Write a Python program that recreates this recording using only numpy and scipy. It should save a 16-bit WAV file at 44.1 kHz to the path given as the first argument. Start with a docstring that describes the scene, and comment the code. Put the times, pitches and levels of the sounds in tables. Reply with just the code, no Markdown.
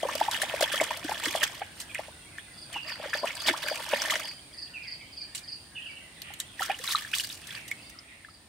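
"""A stick churns thin mud in a hole at a pond's edge, close to the microphone; later, open water sloshes.
Trapped air rings as short plops over a squelch of tiny bubbles and wet splats.
Behind it an insect buzzes with a fast train of clicks, and birds chip, tick and whistle
among the trees, over a soft rumble and hiss of outdoor air."""
import sys
import numpy as np
from scipy import signal
from scipy.fft import rfft, irfft
from scipy.io import wavfile
from scipy.ndimage import uniform_filter1d

SR = 44100
rng = np.random.default_rng(int(sys.argv[2]) if len(sys.argv) > 2 else 0)


def waveform_to_disk(signal):
    """Save audio, clipped to [-1, 1], as 16-bit WAV at the path in sys.argv[1]."""
    frames = np.transpose(np.atleast_2d(signal))
    scaled = np.clip(frames, -1, 1) * 32767
    samples = np.round(scaled).astype(np.int16)
    wavfile.write(sys.argv[1], SR, samples)


N = 373968
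TIME, FREQS = np.arange(N) / SR, np.fft.rfftfreq(N, 1 / SR)

# Large air pockets, close up. Each row: start in seconds, relative level in dB, pitch in Hz,
# share by which the pitch rises per ring time.
AIR_POCKETS = [(0.031, -24, 642, 0), (0.0512, -28.5, 513, 0.05), (0.0873, -28.5, 875, 0.17),
               (0.1526, -29.5, 576, 0.047), (0.2128, -20, 810, 0.064), (0.283, -27, 790, 0.096),
               (0.418, -24, 1750, 0.0052), (0.4329, -31.5, 710, 0.051), (0.539, -27, 590, 0.009),
               (0.609, -23, 660, 0.023), (0.624, -26, 1470, 0), (0.6257, -23, 556, .08),
               (0.738, -33.5, 560, 0.037), (0.8, -21.5, 1910, 0.089), (0.8126, -21, 636, 0.0036),
               (0.9077, -28.5, 910, 0.063), (1.046, -34, 303, 0), (1.092, -28.5, 730, 0),
               (1.1169, -28, 850, .03), (1.261, -28, 1950, 0), (1.2681, -36.5, 276, 0.11),
               (1.35, -25, 672, 0), (1.431, -20, 1700, 0.044), (1.6157, -30.5, 697, 0.087),
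               (1.622, -41, 1326, 0.21), (1.948, -29.5, 2400, 0.0053), (1.9542, -28.5, 1920, 0.035),
               (1.98, -37, 2350, 0.11), (1.9919, -30, 645, 0.011), (2.082, -43, 616, 0),
               (2.3834, -32.5, 1770, 0.0021), (2.76, -34.5, 856, 0.058), (2.9982, -37.5, 590, 0.017),
               (3.0563, -36.5, 520, 0.068), (3.1318, -25.5, 1660, 0.025), (3.1392, -25, 1630, 0.044),
               (3.15, -33, 603, 0), (3.2314, -29, 640, 0), (3.2414, -25.5, 592, 0.064),
               (3.3057, -30.5, 2190, 0.0045), (3.4825, -26.5, 820, 0.015), (3.4832, -18.5, 3140, 0.11),
               (3.489, -17, 2030, 0.025), (3.4939, -35, 323, 0.058), (3.504, -35.5, 281, 0.078),
               (3.535, -32.5, 727, 0.42), (3.7142, -27.5, 618, 0), (3.9329, -22, 580, 0),
               (3.9363, -23, 2670, 0), (4.019, -20, 5500, .02), (4.099, -22.5, 1940, 0),
               (4.1203, -28.5, 1026, 0.11), (6.302, -48.5, 750, 0.053), (6.4012, -31, 3640, 0.036),
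               (6.594, -30, 1790, 0.04), (6.606, -33, 774, 0), (6.6195, -29.5, 1180, 0.12),
               (6.696, -26, 720, 0.062), (6.704, -29, 2440, 0), (6.744, -36, 2800, .03),
               (6.795, -49.5, 460, 0.083), (6.841, -40, 1120, 0.012), (6.877, -25.5, 3820, 0.013),
               (6.908, -28.5, 3130, .22), (6.9481, -21, 1190, 0.021), (6.9557, -21.5, 3870, 0.02),
               (7.048, -36, 1700, 0), (7.131, -35.5, 1257, 0.38), (7.1347, -24.5, 2180, 0.29),
               (7.1972, -27.5, 2710, 0.064), (7.245, -32, 4330, .09), (7.3, -36.5, 3380, .1),
               (7.5068, -38.5, 2920, .15), (7.551, -37, 4230, 0.073), (7.714, -27, 2090, 0.036),
               (7.988, -39.5, 4600, 0.099), (8.247, -43, 1650, 0.019), (8.285, -49.5, 1240, 0.023)]
# The slow swell of the background. Each row: time in seconds, gain in dB.
BACKGROUND_SWELL = [(0, 7), (2.3, 4.5), (4.4, 4), (5.6, 2.5), (6.6, 4.5), (7.85, 5.5), (8.0, 1),
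                    (8.48, -0.5)]


def stirring():
    """Close up, moving mud and water squeeze out a squelch, gurgles, fine spray and a hiss of mist."""
    # Four colours. Each row: frequency in Hz, gain in dB.
    squelch_colour = [(600, -9), (1100, -5), (1800, 4.5), (2400, -0.5), (3200, 3.5), (4200, -16.5),
                      (6500, -17)]
    gurgle_colour = [(120, -14.5), (300, -1.5), (430, -9.5), (600, 5.5), (720, 4.5), (820, 5.5), (1100, 0),
                     (1600, -22)]
    spray_colour = [(2500, -3), (4500, -1.5), (6500, -6), (8500, -5.5), (11000, -10.5), (15500, -22)]
    mist_colour = [(2500, -20), (5000, -2.5), (9500, -3.5), (15500, -5.5)]
    # Mist in the spray. Each row: time in seconds, gain in dB.
    mist_level = [(4.4, -1), (6.5, 0.5)]
    squelch_gain, gurgle_gain, spray_gain = flow()
    tearing = unit(uniform_filter1d(rng.standard_normal(N), 260))  # mud films tear in bursts
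    squelch = froth(899, 5100, squelch_colour,
                    per_s=1500, cycles=2.33, climb=0.11, spread_db=4.5, width=0.54)
    gurgle = froth(182.7, 1181, gurgle_colour,
                   per_s=380, cycles=2.66, climb=0.1535, spread_db=1.5, width=0.038)
    spray = froth(3400, 16200, spray_colour,
                  per_s=2000, cycles=2.36, climb=0.05, spread_db=3.5, width=0.69)
    mist = amp(curve(mist_level)) * unit(tint(rng.standard_normal((2, N)), mist_colour))
    squelch *= unit(amp(2.73 * tearing))
    fizz = (amp(3) * spray + mist) * unit(amp(4.85 * tearing))
    return amp(-3) * squelch_gain * squelch + amp(-1.5) * gurgle_gain * gurgle + spray_gain * fizz


def flow(stroke_rise=0.52, deep_hz=1000):
    """Gains of squelch, gurgle and spray: the powers of churning, strokes, sloshes and wakes add up."""
    # Steady churning, in two bouts. Each row: time in seconds, relative level in dB.
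    churn = [(0, -40.5), (0.7, -37.5), (1.5, -43), (1.72, -59), (2.05, -49), (2.2, -62.5), (2.66, -80),
             (2.75, -54.5), (3.35, -41), (3.65, -39), (4.15, -32.5), (4.33, -51.5), (4.45, -98)]
    # Quick sweeps of the stick. Each row: peak time and length in seconds, relative level in dB,
    # spray gain on top of that in dB.
    strokes = [(0.118, 0.11, -33, -20), (0.243, 0.083, -33, -12), (0.349, 0.083, -28, -10.5),
               (0.439, 0.088, -29.5, -17), (0.496, 0.081, -31.5, -23), (0.62, 0.13, -28, -12.5),
               (0.747, 0.25, -31.5, -12), (0.821, 0.068, -26, -15), (0.919, .12, -31.5, -24),
               (1.143, 0.24, -35.5, -10.5), (1.262, .12, -28, -10), (1.35, 0.14, -31.5, -8),
               (1.432, 0.073, -25, -11.5), (1.556, 0.16, -41.5, -5.5), (1.621, 0.032, -31, -29),
               (1.806, 0.13, -49.5, 0), (1.995, .12, -47, -11), (2.747, 0.13, -39.5, -17),
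               (2.899, 0.13, -35, -18.5), (3.049, .14, -34.5, -18), (3.156, 0.12, -34, -13),
               (3.276, 0.11, -32, -15.5), (3.487, 0.061, -19, -13.5), (3.588, 0.061, -37.5, -21),
               (3.663, 0.14, -31, -14.5), (3.805, 0.036, -34, -23), (3.937, 0.055, -25, -29),
               (4.044, 0.045, -30, -21), (4.125, 0.21, -28.5, -11)]
    # Open water. Each row: peak time, rise and fall in seconds, relative level in dB,
    # spray gain on top of that in dB.
    sloshes = [(6.629, 0.052, 0.099, -33, -6), (6.706, 0.036, 0.08, -32.5, -17), (6.9, 0.14, .14, -33, -6),
               (6.965, 0.073, 0.2, -38.5, -7.5), (7.16, 0.046, 0.13, -39, 3), (7.3, 0.043, 0.14, -48, 1.5),
               (7.55, 0.17, 0.11, -41.5, -12)]
    squelch = amp(curve(churn)) ** 2
    spray = squelch * amp(-10.5) ** 2
    for s, length, db, spray_db in strokes:
        sweep = surge(s, stroke_rise * length, (1 - stroke_rise) * length, db)
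        squelch += sweep
        spray += sweep * amp(spray_db) ** 2
    gurgle = squelch * amp(-9) ** 2
    for s, rise, fall, db, spray_db in sloshes:
        wave = surge(s, rise, fall, db)
        squelch += wave
        gurgle += wave * amp(-28) ** 2  # open water hardly gurgles
        spray += wave * amp(spray_db) ** 2
    # every large bubble sheds a wake of smaller ones; only the deep ones gurgle
    lead_s = .05
    wake = surge(lead_s, rise=0.0092, fall=0.034, db=0)[:SR // 4]
    for s, db, hz, _ in AIR_POCKETS:
        start = s - lead_s
        shed = wake[max(round(-start * SR), 0):]
        add(squelch, start, shed * amp(db - 14) ** 2)
        if hz < deep_hz:
            add(gurgle, start, shed * amp(db - 7.5) ** 2)
    return np.sqrt([squelch, gurgle, spray])


def surge(s, rise, fall, db, roundness=1.256):
    """Power of a push of water: up 20 dB in `rise` seconds to its peak at s, down as much in `fall`."""
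    away = np.maximum((s - TIME) / max(rise, .005), (TIME - s) / max(fall, .005))
    return amp(db - 20 * np.minimum(away, 5) ** roundness) ** 2


def froth(low_hz, high_hz, colour, per_s, cycles, climb, spread_db, width, count=36):
    """A steady swarm of small bubbles of many sizes, each at its own place from left to right; rms 1."""
    out = np.zeros((2, N))
    for hz in np.geomspace(low_hz, min(high_hz, SR * .4), count):
        stretch, rise = rng.uniform([.5, 0], [1.5, climb])
        strength = amp(spread_db * np.minimum(rng.exponential(1, N // 100), 3.5))
        when, pan, luck = rng.random((3, len(strength)))
        born = luck < per_s / count * (N / SR) / len(luck)
        angle = np.pi / 4 + width * (2 * pan[born] - 1)
        births = np.zeros((2, N))
        births[:, (when[born] * N).astype(int)] = strength[born] * [np.cos(angle), np.sin(angle)]
        # small bubbles are brief, so they peak higher
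        grain = bubble(hz, stretch * cycles / hz, rise, attack=1.05) * hz
        out += through(births, grain[None])
    return unit(tint(out, colour))


def bubble(hz, ring_s, rise, attack=0.62):
    """Air pinches off, rings and dies; the pitch climbs as it nears the surface."""
    age = np.arange(int(8 * ring_s * SR)) / (ring_s * SR)  # in ring times
    swing = (1 - np.exp(-(age / attack) ** 2)) * np.exp(-age)
    pitch = hz * (1 + rise * np.minimum(age, 4))
    return swing / swing.max() * np.sin(2 * np.pi * np.cumsum(pitch) / SR)


def plops(open_water_from_s=5):
    """Large air pockets ring as they close behind the stick and in the sloshing water."""
    out = np.zeros(N)
    for s, db, hz, rise in AIR_POCKETS:
        ring_s = 0.0037 * (580 / hz) ** 0.88  # smaller bubbles die sooner
        if s > open_water_from_s:
            ring_s *= 1.59  # longer in open water than in mud
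        ring_s *= 1 + 3.44 * rise  # bubbles that climb in pitch ring longer
        add(out, s, amp(db) * bubble(hz, ring_s, rise))
    return amp(6.5) * out


def splats(attack_s=0.00083):
    """Mud and falling drops slap down: each a dense burst of tiny bubbles that dies within a moment."""
    # Each row: start in seconds, relative level in dB, seconds to fall by 60 dB.
    slaps = [(0.1517, -20.5, 0.025), (0.3117, -22.5, .027), (0.3374, -35, .039), (0.416, -22, .08),
             (0.6072, -15.5, 0.023), (0.81, -26, .05), (0.9074, -32.5, .039), (1.253, -26, .05),
             (1.3494, -34, 0.06), (1.4312, -13.5, 0.019), (1.8003, -29, 0.09), (1.945, -31.5, 0.036),
             (2.379, -41, .031), (2.7292, -31.5, 0.027), (3.481, -25, .04), (4.0183, -27, 0.03),
             (4.1067, -17.5, 0.032), (5.3484, -27, 0.092), (5.356, -48, .053), (5.3762, -37.5, 0.14),
             (6.218, -23, .018), (6.3363, -25, 0.023), (6.389, -40, .04), (6.3995, -24.5, 0.056),
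             (6.609, -26, 0.019), (6.6342, -30, 0.02), (6.838, -27, 0.048), (6.9097, -31, .045),
             (7.1492, -20, .036), (7.198, -21.5, .021), (7.2449, -24.5, 0.031), (7.343, -31, .015),
             (7.469, -32, 0.035), (7.6792, -32, .045), (7.712, -29, .035), (7.896, -36.5, .038)]
    # Their colour. Each row: frequency in Hz, gain in dB.
    splat_colour = [(500, -12.5), (1200, -9.5), (3000, 2), (5000, 1.5), (8500, 3.5), (12000, -5),
                    (15500, -11)]
    bursts, t = np.zeros(N), np.arange(SR // 6) / SR
    onset = 1 - np.exp(-(t / attack_s) ** 2)
    for s, db, t60 in slaps:
        add(bursts, s, amp(db - 60 * t / np.clip(t60, .008, .12)) * onset)
    crackle = froth(910, 15740, splat_colour,
                    per_s=7000, cycles=3.8, climb=0.049, spread_db=2.5, width=1.0)
    return amp(-3) * bursts * crackle


def birds(chip_gap_s=.0455):
    """Back in the trees: triplets of falling chips that start softly, rising ticks and whistles."""
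    # The chipping bird. Each row: time of a triplet's last chip in seconds, relative level in dB.
    triplets = [(2.63, -46.5), (2.923, -40), (3.189, -38), (3.448, -38), (3.708, -38), (3.998, -40.5),
                (4.293, -39), (4.631, -39.5), (4.927, -39.5), (5.223, -39), (5.531, -39), (5.915, -57),
                (7.871, -54), (8.349, -57.5)]
    # A small bird's ticks. Each entry: start in seconds.
    tick_times = [4.388, 4.526, 4.675, 4.848, 5.008, 5.168, 5.474]
    # Whistles. Each row: start and length in seconds, starting pitch in Hz, relative level in dB.
    whistle_notes = [(1.889, 0.035, 2560, -44.5), (2.73, 0.074, 3160, -35.5), (4.732, .066, 2856, -38),
                     (4.832, 0.078, 2385, -46.5), (5.0, 0.043, 2350, -47.5), (5.748, 0.054, 2985, -37),
                     (5.817, 0.022, 3134, -41.5), (5.853, 0.03, 2910, -38.5), (5.885, 0.035, 2400, -45.5),
                     (5.96, 0.029, 2890, -43.5)]
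    # Distant bird calls heard as echo; the 7.53 s row is a soft wash of water. Rows as for the whistles.
    calls_and_wash = [(6.09, 0.13, 3950, -55.5), (6.2, 0.11, 3006, -44.5), (7.53, 0.05, 2675, -41.5),
                      (8.04, 0.1, 2660, -49.5)]
    chips, ticks = np.zeros((2, N))
    for s, db in triplets:
        for gaps_before, accent_db in ((2, -10), (1, -1.7), (0.084, 0.56)):
            chip = note(.024, start_hz=5220, end_hz=4230, waver=.007)
            add(chips, s - gaps_before * chip_gap_s - .012, amp(db + accent_db) * chip)
    for s in tick_times:
        add(ticks, s, amp(-48.5) * note(0.011, start_hz=3100, end_hz=3500))
    whistles = slurs(whistle_notes, waver=.033)
    echo_only = slurs(calls_and_wash, waver=0.19)
    chorus = chatter()
    direct = amp(2.5) * chips + amp(2) * whistles + amp(-1.5) * chorus + ticks
    # nearby leaves blur each chip; farther trees return a longer tail
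    leaves = through(amp(1.5) * chips, echoes(0.15, .003, 900, 12600))
    into_trees = amp(-2.5) * chips + amp(-2) * whistles + echo_only + chorus
    return direct + leaves + through(into_trees, echoes(.6, .008, 810, 9200))


def slurs(notes, waver, fall_oct_per_s=4.2):
    """Wavering tones that all slide down at the same rate."""
    out = np.zeros(N)
    for s, length, hz, db in notes:
        end_hz = hz * 2 ** (-fall_oct_per_s * length)
        add(out, s, amp(db) * note(length, hz, end_hz, waver))
    return out


def note(length, start_hz, end_hz, waver=0.014):
    """A tone that swells and fades as its pitch glides and wavers."""
    count = int(length * SR)
    wobble = unit(uniform_filter1d(rng.standard_normal(SR // 4), 150))[:count]
    pitch = np.geomspace(start_hz, end_hz, count) * (1 + waver * wobble)
    return np.sin(np.linspace(0, np.pi, count)) * np.sin(2 * np.pi * np.cumsum(pitch) / SR)


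def chatter(count=420):
    """Many distant birds, each brief note at its own time, pitch and slope; high notes carry less far."""
    out = np.zeros(N)
    calls = rng.uniform([0, .012, 1500, .68, -7], [N / SR, .04, 3500, 1.2, 2], (count, 5))
    for s, length, hz, slope, db in calls:
        add(out, s, amp(db - 57.5) * min(1, 2800 / hz) * note(length, hz, hz * slope))
    return out * amp(curve(BACKGROUND_SWELL))


def insect(pitch_hz=9080, width_hz=290, skirt=0.067):
    """An insect in the background: a fast train of noisy clicks rings a narrow, high resonance."""
    # Its loudness. Each row: time in seconds, relative level in dB.
    buzz_level = [(0, -55), (1.55, -66), (1.75, -57), (2.73, -53), (2.79, -65), (3.3, -62), (3.7, -53),
                  (4.68, -55.5), (4.72, -66), (5.5, -56), (8.48, -59)]
    # Its pace. Each row: time in seconds, clicks a second.
    click_rate = [(5.5, 125), (6.1, 129.5)]
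    phase = np.cumsum(curve(click_rate)) / SR % 1
    noise = rng.standard_normal((2, N)) + 1.2 * rng.standard_normal(N)  # partly alike on both sides
    clicks = (0.28 + np.exp(-phase / 0.2)) * noise
    detune = (FREQS - pitch_hz) / width_hz
    resonance = 1 / (1 + 2j * detune) / (1 + 2j * detune * skirt) ** 2
    return amp(curve(buzz_level) - 6.5) * unit(irfft(rfft(clicks) * resonance, N))


def air():
    """Open air at the pond: a soft rumble, alike on both sides, and a wide, distant hiss."""
    # Its colour. Each row: frequency in Hz, gain in dB.
    air_colour = [(25, -25), (48, -5.5), (80, 0), (150, -1.5), (230, -6.5), (310, -4.5), (440, -13),
                  (630, -9.5), (1200, -14.5), (2000, -16), (3000, -14.5), (4200, -12.5), (6500, -21.5),
                  (9000, -13.5), (11500, -30.5), (14800, -26)]
    # Its stereo image. Each row: frequency in Hz, left-right likeness from 0 to 1.
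    air_likeness = [(60, 1), (400, 0.79), (1200, 0.31), (3000, 0.054), (15000, 0.047)]
    left, independent = rfft(rng.standard_normal((2, N)))
    likeness = at_hz(air_likeness, FREQS)
    right = likeness * left + np.sqrt(1 - likeness ** 2) * independent
    return amp(-56.5) * unit(tint(irfft(np.array([left, right]), N), air_colour))


def echoes(t60, delay_s, low_hz, high_hz):
    """Scattered reflections, left and right, that die by 60 dB in t60 seconds; energy 1 a side."""
    t = np.arange(int((t60 + delay_s) * SR) + 64) / SR
    taps = rng.standard_normal((2, len(t))) * amp(-60 * t / t60) * (t > delay_s)
    taps = signal.sosfilt(signal.butter(1, [low_hz, high_hz], "band", fs=SR, output="sos"), taps)
    return taps / np.linalg.norm(taps, axis=1, keepdims=True)


def amp(db):
    """Turns dB into amplitude."""
    return 10 ** (np.asarray(db) / 20)


def unit(x):
    """Scales to rms 1."""
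    return x / np.sqrt(np.mean(x ** 2) + 1e-20)


def at_hz(points, hz):
    """Reads (Hz, value) rows on a log-frequency axis."""
    f, value = np.transpose(points)
    return np.interp(np.log(hz + 1), np.log(f), value)


def curve(points):
    """Reads (seconds, value) rows at every sample."""
    return np.interp(TIME, *np.transpose(points))


def add(mix, s, sound):
    """Mixes a sound in from time s."""
    part = mix[..., max(round(s * SR), 0):][..., :sound.shape[-1]]
    part += sound[..., :part.shape[-1]]


def tint(x, points):
    """Colours a sound with (Hz, dB) rows."""
    return irfft(rfft(x) * amp(at_hz(points, FREQS)), N)


def through(x, response):
    """Convolves each channel with its response."""
    return signal.oaconvolve(np.atleast_2d(x), response, axes=1)[:, :N]


def scene():
    """Mud and water in front, bouncing off the bank and a bucket by the hole; birds and insect behind."""
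    water = stirring() + plops() + splats()
    near_bounce = amp(-10) * through(water, echoes(0.053, 0.0015, 1270, 5900))
    tail = amp(-21.5) * through(water, echoes(.3, .015, 580, 10500))
    background = birds() + (air() + insect()) * amp(curve(BACKGROUND_SWELL))
    return water + near_bounce + tail + background


def record(dry, top_hz=15800):
    """The stereo microphone's two ports differ in colour, and the highest treble is cut off."""
    # The ports' balance. Each row: frequency in Hz, left minus right in dB.
    port_balance = [(200, 0), (420, .5), (750, 1.5), (1200, -0.5), (1600, 2), (2400, -4), (4400, -1),
                    (8100, -0.5), (11000, -3), (15000, -4.5)]
    port_db = np.array([[.5], [-.5]]) * at_hz(port_balance, FREQS)
    ports = irfft(rfft(dry) * amp(port_db), N)
    lowpass = signal.firwin(401, top_hz, window=("kaiser", 9), fs=SR)
    return signal.oaconvolve(ports, lowpass[None], "same")


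dry = scene()
out = record(dry)
waveform_to_disk(out)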